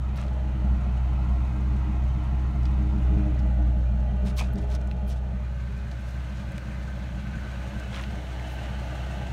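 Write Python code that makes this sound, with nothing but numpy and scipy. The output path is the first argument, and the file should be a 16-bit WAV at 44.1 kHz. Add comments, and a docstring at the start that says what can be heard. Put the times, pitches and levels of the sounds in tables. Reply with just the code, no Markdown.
"""A ten-cylinder petrol truck engine idles outdoors: its firing tone and octave are sines locked to the camshaft,
uneven burns ring the exhaust pipe modes, and shaped noise makes the gas rush, engine bay and valve hiss.
The microphone starts under the load bed, passes the tailpipe mouth and ends by the wheel arch and sill, where the
exhaust is fainter and the engine bay louder. Shoes scuff on gritty asphalt: enveloped grainy noise, with short
dying cracks for ticks and heel knocks."""
import sys
import numpy as np
from scipy import signal
from scipy.fft import rfft, irfft, next_fast_len
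from scipy.io import wavfile
from scipy.ndimage import uniform_filter1d, map_coordinates

SR = 44100
rng = np.random.default_rng(int(sys.argv[2]) if len(sys.argv) > 2 else 0)


def unload_audio(sound):
    """Save the sound as a 16-bit wav file, at the path given as the first command line argument."""
    columns = np.transpose(np.atleast_2d(sound))
    # keep every value between -1 and 1, then stretch to whole-number steps
    steps = np.round(np.clip(columns, -1, 1) * 32767)
    wavfile.write(sys.argv[1], SR, steps.astype(np.int16))


def natural_amplitude(level_db):
    """Convert a level in decibels to a linear amplitude factor, elementwise."""
    exponent = np.asarray(level_db, float) / 20
    return 10 ** exponent


N = 411012  # samples

# microphone walk: time_s, place (0 under the bed, 1 tailpipe, 2 wheel arch, 3 low beside the sill),
# firing_tone_db, detour_m of the sound reflected by ground and body, engine_bay_db
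WALK = [(0, -0.14, -27, 0.21, -52), (.35, 0.7, -26, 0.28, -52), (.8, 0.22, -24.5, .3, -50.5),
        (1.5, -0.07, -24, 0.24, -49.5), (2.4, 0, -24, 0.23, -50), (2.85, 0, -23, .2, -49.5),
        (3.2, 0.64, -21, 0.19, -50.5), (3.5, 1, -22, 0.42, -53), (3.9, 1, -22.5, .42, -54),
        (4.2, 1, -24.5, 0.59, -54), (4.75, 1, -25.5, .72, -54), (5.2, 1, -27.5, 0.52, -55),
        (5.6, 1.95, -30.5, 0.56, -52), (6.0, 2.5, -33, 0.48, -50.5), (6.6, 2, -33, 0.38, -48.5),
        (7.2, 2.5, -32.5, 0.46, -49), (7.6, 2.5, -34, 0.43, -47), (8.2, 3, -34, 0.16, -47),
        (8.8, 3, -33, 0.32, -46), (9.32, 3, -31, 0.23, -46)]
# exhaust against the firing tone, one row per place: octave_db, uneven_firings_db, third_mode_db, fourth_mode_db
EXHAUST_MIX = [(-14, -14.5, -27, -35.5), (-16, -14.5, -25, -30), (-12.5, -9, -22.5, -25.5),
               (-12, -8, -23.5, -25.5)]
# against the engine bay, one row per place: gas_rush_db, valve_gear_db
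BAY_MIX = [(2.5, -16), (8.5, -14.5), (-0.5, -13.5), (2, -12.5)]
# low modes of the exhaust pipe: centre_hz, width_hz, relative_db
LOW_PIPE = [(59.7, 19.7, 1), (112, 24, -12), (153, 20, -8.5), (182, 26, -3.5), (200.8, 9.9, 1.5)]


def unit(x):
    """Scaled to rms 1."""
    return x / np.sqrt(np.mean(x ** 2) + 1e-20)


def curves(rows):
    """One value per sample for each column after the time."""
    time_s, *columns = np.transpose(rows)
    return [np.interp(np.arange(N) / SR, time_s, column) for column in columns]


def in_place(rows):
    """One value per sample for each column of a table with one row per place."""
    place = curves(WALK)[0]
    return [np.interp(place, np.arange(len(rows)), column) for column in np.transpose(rows)]


def wobble(rate_hz):
    """Smooth random curve of rms 1, rate_hz knots a second."""
    knots = rng.standard_normal(int(N * rate_hz / SR) + 4)
    return unit(map_coordinates(knots, [np.arange(N) * rate_hz / SR]))


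def filtered(x, response):
    """x times a complex response of frequency."""
    m = next_fast_len(N + SR // 2)
    return irfft(rfft(x, m) * response(np.fft.rfftfreq(m, 1 / SR)), m)[..., :N]


def coloured(x, points):
    """x through (Hz, dB) points on a log frequency axis, rms 1."""
    f, db = np.transpose(points)
    return unit(filtered(x, lambda hz: natural_amplitude(np.interp(np.log(hz + 1), np.log(f + 1), db))))


def resonant(x, modes):
    """x through parallel second-order resonances (centre Hz, width Hz, dB)."""
    return filtered(x, lambda f: sum(natural_amplitude(db) * 1j * f * w / (c * c - f * f + 1j * f * w) for c, w, db in modes))


def dying_noise(samples, t60_s):
    """White noise that decays by 60 dB in t60_s."""
    return natural_amplitude(-60 * np.arange(samples) / SR / t60_s) * rng.standard_normal(samples)


def with_tail(x, t60_s, tail_db):
    """x plus a dense dying tail of itself."""
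    tail = dying_noise(SR // 10, t60_s)
    return x + natural_amplitude(tail_db) * signal.fftconvolve(x, tail / np.linalg.norm(tail))[:N]


def reflection_db(hz):
    """Direct and reflected sound add or cancel, by the detour in wavelengths."""
    reflected, sound_m_per_s = 0.73, 343  # reflected amplitude against the direct sound
    turn = 2 * np.pi * hz * curves(WALK)[2] / sound_m_per_s
    return 10 * np.log10(1 + reflected ** 2 + 2 * reflected * np.cos(turn) + 1e-3)


def spells():
    """The idle pulls harder or falters: each spell is a smooth bump in the three exhaust levels."""
    # centre_s, half_length_s, firing_tone_db, uneven_firings_db, upper_modes_db
    spell_rows = [(0.196, 0.094, -3.5, 3.5, -4), (0.503, 0.15, -1, -3, 7), (0.702, 0.087, 4.5, 5, 6.5),
                  (0.827, 0.12, -0.5, 6, -5), (1.053, 0.1, 1.5, -5, -6), (1.323, 0.063, 3.5, 4.5, 2),
                  (1.55, 0.087, -3, 5, 3.5), (1.76, .12, 1, 1, 3.5), (1.9, 0.09, -2, 5, 2),
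                  (2.078, 0.13, 2, -4, -4), (2.205, 0.2, -2, 2.5, 1.5), (2.53, 0.048, -4.5, 2, 4),
                  (2.666, 0.15, 0.5, 1, -1.5), (2.99, 0.084, -3, 5.5, 5), (3.12, 0.18, 2, 4.5, 3.5),
                  (3.346, 0.19, -2, 4, 6.5), (3.64, 0.15, 1.5, 0.5, 8.5), (4.09, 0.18, -0.5, 6.5, 3.5),
                  (4.264, 0.13, -1, 8.5, 11), (4.55, 0.19, -2, 8.5, 4), (4.97, 0.16, -1.5, 6, 0),
                  (5.1, 0.14, 0, 0, 7), (5.352, .1, -1, 2, -3), (5.55, 0.24, 0.5, -7.5, -11),
                  (5.99, 0.15, -0.5, -2, -10), (6.196, .1, 2, -1, 4), (6.544, 0.11, -7, 3, -1.5),
                  (7.205, 0.44, -0.5, 3.5, 6), (7.7, 0.23, -1.5, 3, 3), (7.93, 0.089, -0.5, 1, 2),
                  (8.11, .14, -0.5, 8, 5), (8.413, 0.2, 0.5, -9, 0.5), (8.658, .08, -0.5, -3, 1),
                  (8.988, 0.17, 0, -6.5, -2.5), (9.2, .12, -1.5, -1.5, -8)]
    t, out = np.arange(N) / SR, np.zeros((3, N))
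    for centre_s, half_length_s, *db in spell_rows:
        bump = np.cos(np.pi / 2 * np.clip((t - centre_s) / half_length_s, -1, 1)) ** 2
        out += np.outer(db, bump)
    return out


def by_place(spectra, patchy_db, echo_db, rattle_db):
    """Patchy noise; each place has its own colour, ringing panels and echoes between chassis and ground."""
    # pipe and panels that ring most, one list per place: centre_hz, width_hz, relative_db
    panels = [
        [(598, 28, -2), (711, 12, 6), (815, 20, -10), (848, 22, 2.5), (929, 20, -2.5), (1060, 19, -4.5),
         (1570, 12, -1), (2300, 30, -4.5), (2490, 21, 0.5), (2570, 30, -7)],
        [(604, 14, -0.5), (690, 20, -0.5), (822, 20, 3.5), (850, 11, -0.5), (1222, 66, -0.5), (1450, 30, -14),
         (1670, 25, -4), (2000, 25, -6), (2423, 30, -1.5)],
        [(600, 23, -8), (654, 27, -4), (820, 15, -5), (1544, 13, 6), (1750, 20, -15), (2040, 21, -5),
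         (2500, 27, -4)],
        [(555, 20, -22), (689, 38, 4), (850, 43, -6), (1546, 22, 2), (1980, 18, -10)],
    ]
    rattle = rng.standard_normal(N) * natural_amplitude(rattle_db * wobble(700))
    z = signal.stft(rattle, nperseg=1024)[2]
    field = uniform_filter1d(rng.standard_normal(z.shape), size=3, axis=0)  # across frequency
    field = uniform_filter1d(field, size=14, axis=1)  # along time
    noise = signal.istft(z * natural_amplitude(patchy_db * unit(field)), nperseg=1024)[1][:N]
    place, out = curves(WALK)[0], 0
    for k, spectrum in enumerate(spectra):
        near = with_tail(noise, 0.15, echo_db)
        share = np.clip(1 - abs(place - k), 0, 1)
        out = out + share * coloured(near + resonant(near, panels[k]), spectrum)
    return out


def camshaft():
    """Camshaft turns: ten firings make one."""
    # time_s, firing_rate_hz
    speed = [(0, 64.3), (.45, 63.1), (.9, 62), (1.5, 63.4), (2.4, 63.5), (3.3, 62.9), (3.6, 60.8),
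             (3.9, 60.7), (4.2, 62), (5.1, 62.5), (6.0, 62.55), (6.3, 63.4), (7.5, 62.5), (9.0, 62.7),
             (9.32, 63.8)]
    return np.cumsum(curves(speed)[0]) / SR / 10


def tones(cam):
    """The firing tone and its octave, with weaker tones of unequal cylinders and belt-driven parts."""
    # camshaft_multiple, near_db against the octave near the exhaust, far_db the same at the wheel arch
    weak_orders = [(5.3, -5, -19), (15.2, -7.5, -5), (17.26, -8, -11.5), (18.44, -12, -1.5),
                   (22.06, -7.5, -8.5), (22.86, -12, -14), (24.98, -13.5, -6.5), (30.37, -13.5, -10.5),
                   (33.04, -10.5, -12.5), (40.4, -22.5, -22), (46.95, -28, -24), (49, -31.5, -22.5),
                   (50.1, -23, -25)]
    place, walk_db = curves(WALK)[:2]
    first_db = walk_db + spells()[0] + 0.15 * wobble(8) + 0.13 * wobble(25)
    second_db = walk_db + in_place(EXHAUST_MIX)[0] + 0.5 * reflection_db(99)
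    far = np.clip(place - 1, 0, 1)
    # out from under the bed the octave lags more, and the wave leans the other way
    lag_rad = 1.0 + 1.3 * np.clip(place, 0, 1) - 0.45 * wobble(14)
    out = natural_amplitude(first_db) * np.sin(2 * np.pi * 10 * cam)
    out += natural_amplitude(second_db + 0.93 * wobble(15)) * np.sin(2 * np.pi * 20 * cam - lag_rad)
    for multiple, near_db, far_db in weak_orders:
        drift_rad = rng.uniform(0, 2 * np.pi) + 0.4 * wobble(3)
        order_db = second_db + near_db + far * (far_db - near_db) + 0.87 * wobble(3.6)
        out += natural_amplitude(order_db) * np.sin(2 * np.pi * multiple * cam + drift_rad)
    return np.sqrt(2) * out  # levels are rms


def silenced(x):
    """The silencer cuts steeply above the low pipe modes."""
    return filtered(x, lambda hz: 1 / (1 + (hz / 224) ** 14))


def uneven_burns(cam):
    """No two burns are alike: the differences, as jittered signed impulses, ring the pipe modes."""
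    # how unevenly each cylinder burns: level_db
    cylinders = [5, 1.5, 2, -6, -1.5, 2, 5, 4.5, -1, 2]
    third, fourth = (305, 17, 0), (407, 30, 0)  # pipe modes: centre Hz, width Hz, dB
    walk_db, (_, rough_db, ring_db) = curves(WALK)[1], spells()
    low_db, third_db, fourth_db = walk_db + np.array(in_place(EXHAUST_MIX)[1:])
    low_db += rough_db + 0.8 * wobble(14)
    third_db += ring_db + reflection_db(third[0])
    fourth_db += 0.47 * ring_db + reflection_db(fourth[0])

    fired = np.flatnonzero(np.diff(np.floor(10 * cam)))
    jitter, sign, spread = rng.standard_normal((3, len(fired)))
    cylinder = (10 * cam[fired + 1]).astype(int) % len(cylinders)
    uneven_db = 2.8 * spread + np.take(cylinders, cylinder)
    at = np.clip(fired + (0.002 * SR * jitter).astype(int), 0, N - 1)
    burns = np.zeros(N)
    burns[at] = np.sign(sign) * natural_amplitude(uneven_db)
    burns = unit(burns) + 0.36 * rng.standard_normal(N)  # steady turbulence under the firings

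    def sharp(mode):
        return unit(resonant(resonant(burns, [mode]), [mode]))

    low = natural_amplitude(low_db) * unit(silenced(resonant(burns, LOW_PIPE)))
    return low + natural_amplitude(third_db) * sharp(third) + natural_amplitude(fourth_db) * sharp(fourth)


def gas_rush():
    """Gas rushing in the pipe: noise coloured by place, its level wavering."""
    # one list per place: freq_hz, relative_db_per_hz
    rush_spectra = [
        [(190, -37), (265, -7), (330, -5.5), (355, -2.5), (408, -4), (461, -7.5), (592, -2), (644, -4.5),
         (708, -3.5), (761, -3), (842, -3.5), (1030, -7.5), (1110, -23.5), (1250, -15.5), (1620, -41),
         (2750, -120)],
        [(190, -40.5), (265, -8), (330, -8.5), (355, -6.5), (408, -11), (451, -11), (496, 1), (554, -4.5),
         (606, 3.5), (677, -4), (749, -6.5), (828, -4.5), (1060, -15.5), (1250, -21.5), (1620, -47.5),
         (2750, -120)],
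        [(190, -44), (265, -4), (330, -8), (339, -4.5), (456, -11), (493, -6.5), (567, 2), (619, -4),
         (692, -6.5), (823, -7.5), (1170, -11.5), (1250, -6), (1620, -47), (2750, -120)],
        [(190, -22), (265, 1.5), (330, 0), (415, -13), (448, -2.5), (542, 0), (613, 2), (670, -3), (778, -3),
         (851, -3), (1090, -17), (1250, -15), (1620, -35), (2750, -120)],
    ]
    rush_db = curves(WALK)[3] + in_place(BAY_MIX)[0] + 0.27 * wobble(3) + 0.73 * wobble(20)
    return natural_amplitude(rush_db) * by_place(rush_spectra, patchy_db=0.5, echo_db=-11.0, rattle_db=1.5)


def valve_swell_db(cam):
    """Level swells at fixed points of each camshaft turn."""
    # turn_share, swell_db
    chuffs = [(.86, 3), (.145, 5.5), (.3, 1.5)]
    return sum(db * np.exp(25 * (np.cos(2 * np.pi * (cam - at)) - 1)) for at, db in chuffs)


def engine_bay(swell_db):
    """Clatter in the bay: noise coloured by place, following the valve swells slightly."""
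    # one list per place: freq_hz, relative_db_per_hz
    bay_spectra = [
        [(620, -20.5), (1050, -4), (1110, -7), (1360, -4.5), (1470, -8.5), (1590, -10), (1750, -13.5),
         (2000, -10.5), (2390, -15.5), (2520, -13), (3310, -20), (4000, -23), (5000, -31.5), (6500, -58),
         (11000, -120)],
        [(620, -32.5), (1050, -14), (1380, -5.5), (1490, -1.5), (1610, -9.5), (1950, -10), (2170, -13),
         (2330, -12.5), (2670, -11.5), (3100, -16.5), (3900, -22), (4360, -24.5), (5000, -35.5), (6500, -69),
         (11000, -120)],
        [(620, -30), (1050, -10), (1180, -10.5), (1270, -3.5), (1360, -3), (1540, -1.5), (1910, -10),
         (2470, -10), (3080, -15.5), (3930, -18.5), (5000, -26), (6500, -59), (11000, -120)],
        [(620, -18), (1050, -5), (1100, -17), (1170, -2.5), (1350, -4.5), (1540, -2), (1770, -6), (2930, -9),
         (3610, -15), (4030, -16), (5000, -28.5), (6500, -51), (11000, -120)],
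    ]
    bay_db = curves(WALK)[3] + 0.2 * swell_db + 0.25 * wobble(30)
    return natural_amplitude(bay_db) * by_place(bay_spectra, patchy_db=1.5, echo_db=-9, rattle_db=1.0)


def valve_hiss(swell_db):
    """Valve gear: noise ringing in many small metal modes; only its upper band swells."""
    # freq_hz, relative_db_per_hz
    valve_spectrum = [(2350, -25), (4000, -4), (4950, -10), (5500, -8), (6800, -7.5), (7500, -12.5),
                      (8300, -12), (9600, -17.5), (10500, -22), (11500, -19), (13500, -22.5),
                      (15600, -23.5)]
    valve_db = curves(WALK)[3] + in_place(BAY_MIX)[1] + 0.4 * wobble(25)
    valves = coloured(with_tail(rng.standard_normal(N), 0.14, -8.5), valve_spectrum)
    upper = filtered(valves, lambda hz: 1 / (1 + (6000 / (hz + 1)) ** 6) / (1 + (hz / 10500) ** 8))
    return natural_amplitude(valve_db) * (valves + (natural_amplitude(swell_db) - 1) * upper)


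def scuffs():
    """Grit crackles under the sole, the finest grains first, while the sole itself rasps lower down."""
    # peak_s, rise_s, fall_s, grit_db, sole_db against the grit
    scuff_rows = [(.172, .014, 0.022, -61, -25), (.195, 0.069, 0.12, -56, 8.5),
                  (4.272, 0.032, 0.043, -49, 2), (4.305, .02, 0.022, -54, 2.5),
                  (4.39, 0.033, 0.043, -38, -3), (4.424, .04, 0.088, -54, 5),
                  (4.588, 0.036, 0.031, -58.5, 7), (4.618, 0.011, 0.055, -60.5, -7),
                  (4.72, 0.049, .04, -53, 1.5), (4.756, .03, 0.022, -51.5, 0.5),
                  (5.085, 0.018, 0.045, -59.5, -21), (5.113, .04, 0.055, -52.5, -3.5),
                  (5.174, .02, 0.035, -61, 2), (6.01, .02, .04, -64.5, -12), (6.08, .05, 0.16, -61.5, -12),
                  (6.294, .04, .04, -63, 3), (6.39, 0.087, .08, -60, 9), (7.965, 0.1, 0.14, -51, 9.5),
                  (8.476, 0.038, 0.1, -58.5, 3), (8.535, 0.058, .08, -66, -31), (8.65, .1, .06, -61, 8)]
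    # spectra of grit, sole and finest grit: freq_hz, relative_db_per_hz
    grit_spectrum = [(1500, -30), (3000, 3), (4300, 2.5), (5900, 1), (7500, -5), (9500, -6), (13000, -47)]
    sole_spectrum = [(350, -50), (700, -18), (1000, 2), (1400, 0.5), (1900, -4), (2450, -2.5), (3000, -8),
                     (3800, -8), (6000, -46.5)]
    fine_spectrum = [(6000, -39), (9000, -2.5), (11500, 1.5), (15600, -2.5)]
    range_db, roundness = 21.5, 1.62  # how far under its peak a scuff starts and ends; how flat its top is
    fine_db, fine_lead_s, sole_lag_s = -13, 0.006, 0.0027  # finest grit against the grit
    fine_for_sole = 0.55  # the lighter the sole, the more of the finest grit: dB per dB
    t, levels = np.arange(N) / SR, np.zeros((3, N))
    for peak_s, rise_s, fall_s, grit_db, sole_db in scuff_rows:
        layers = [(peak_s, grit_db),
                  (peak_s + sole_lag_s, grit_db + sole_db),
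                  (peak_s - fine_lead_s, grit_db + fine_db - fine_for_sole * sole_db)]
        for k, (at_s, layer_db) in enumerate(layers):
            away = np.clip(np.maximum((at_s - t) / rise_s, (t - at_s) / fall_s), 0, 1)
            levels[k] += natural_amplitude(layer_db) * (natural_amplitude(-range_db * away ** roundness) - natural_amplitude(-range_db))
    out = 0
    for envelope, spectrum in zip(levels, (grit_spectrum, sole_spectrum, fine_spectrum)):
        grains = rng.standard_normal(N) * natural_amplitude(2.65 * wobble(500))
        out = out + envelope * coloured(grains, spectrum)
    return out


def ticks():
    """Ticks of grit and fingers, and heel knocks: short dying cracks, each around its own pitch."""
    # start_s, peak_db, centre_hz, t60_s
    tick_rows = [(.158, -47, 4300, .012), (.184, -34, 1300, 0.033), (.198, -49, 3800, 0.037),
                 (.214, -44, 5500, .012), (.237, -50, 5200, 0.0087), (.265, -51, 4970, .012),
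                 (.282, -43, 4500, .01), (.393, -56, 7000, .011), (2.631, -51, 5700, .028),
                 (2.654, -39, 4020, 0.053), (3.39, -45.5, 4400, 0.067), (4.528, -55, 11500, .012),
                 (4.535, -43, 12000, 0.0061), (4.557, -44, 5000, .011), (4.584, -45, 5800, .015),
                 (4.592, -54, 6000, .01), (4.615, -53, 6500, .016), (4.75, -35.5, 5370, .025),
                 (4.814, -46, 5500, .014), (4.873, -48.5, 7500, 0.024), (4.913, -33.5, 2650, .014),
                 (5.068, -56, 10000, .03), (5.162, -52, 7000, .012), (5.174, -54, 4500, .012),
                 (5.778, -53, 9000, .014), (5.914, -39.5, 4600, 0.029), (6.52, -50, 9000, .014),
                 (6.5796, -38.5, 6300, 0.0093), (6.5809, -32, 2600, .01), (7.27, -37, 1700, .008),
                 (7.799, -38.5, 6460, .008), (7.945, -30, 2800, .015), (7.961, -30, 3060, 0.017),
                 (7.997, -31, 2000, .015), (8.012, -44, 7000, .014), (8.025, -49, 11000, .012),
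                 (8.037, -30.5, 2800, 0.024), (8.058, -59, 12000, .012), (8.108, -41, 4500, .012),
                 (8.396, -35, 2300, .011)]
    # a heel knocks from the peak of the loudest scuff onward: start_s, peak_db, centre_hz, t60_s
    knock_rows = [(4.388, -32, 2330, 0.097), (4.402, -30, 2460, 0.13), (4.409, -25, 890, 0.054),
                  (4.419, -34.5, 850, 0.041)]
    tick_width, knock_width_hz = 0.76, 450  # tick width is over its centre
    snap_db, snap_t60_s = -17.5, 0.0097  # bright first contact
    samples, out = 4096, np.zeros(N + SR)
    hz = np.fft.rfftfreq(samples, 1 / SR)
    rows = [(*row, tick_width * row[2]) for row in tick_rows]
    rows += [(*row, knock_width_hz) for row in knock_rows]
    for start_s, peak_db, centre_hz, t60_s, width_hz in rows:
        band = 1j * hz * width_hz / (centre_hz ** 2 - hz ** 2 + 1j * hz * width_hz)
        response = band ** 2 / (1 + 1j * hz / centre_hz)  # duller towards the top
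        crack = irfft(rfft(dying_noise(samples, t60_s)) * response)
        snap = np.diff(dying_noise(samples, snap_t60_s), prepend=0)
        crack = crack / abs(crack).max() + natural_amplitude(snap_db) * snap / abs(snap).max()
        out[round(start_s * SR):][:samples] += natural_amplitude(peak_db) * crack / abs(crack).max()
    return out[:N]


def thumps():
    """A few uneven burns thump: negative impulses ring the low pipe modes behind the silencer."""
    # start_s, strength_db
    pops = [(0.465, -30), (0.574, -36), (0.646, -14.5), (1.066, -33), (1.261, -22), (1.364, -27),
            (1.429, -23), (1.898, -26), (2.659, -24), (2.846, -34), (2.913, -34), (3.096, -22),
            (3.326, -32), (3.514, -30), (3.579, -32), (4.069, -18.5), (4.23, -27), (5.034, -23),
            (5.337, -20), (5.522, -36), (6.862, -34), (6.948, -38), (7.745, -31), (8.456, -42)]
    impulses = np.zeros(N)
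    for start_s, strength_db in pops:
        impulses[round(start_s * SR)] = -natural_amplitude(strength_db + 42.5)  # makes up for the loss in the narrow modes
    return silenced(resonant(impulses, LOW_PIPE))


def scene():
    """All sources at the one microphone."""
    cam = camshaft()
    swell_db = valve_swell_db(cam)
    exhaust = tones(cam) + uneven_burns(cam) + thumps() + gas_rush()
    engine = engine_bay(swell_db) + valve_hiss(swell_db)
    return (exhaust + engine + scuffs() + ticks())[None]


def band_limit(x):
    """A steep low-pass at the top of the band."""
    return signal.sosfilt(signal.butter(12, 15700, fs=SR, output="sos"), x)


def record(dry):
    """The microphone cuts the deepest bass, below about 30 Hz."""
    mix = filtered(dry, lambda hz: 1 / (1 + (30 / (hz + 0.1)) ** 8))
    return band_limit(mix)


dry = scene()
out = record(dry)
unload_audio(out)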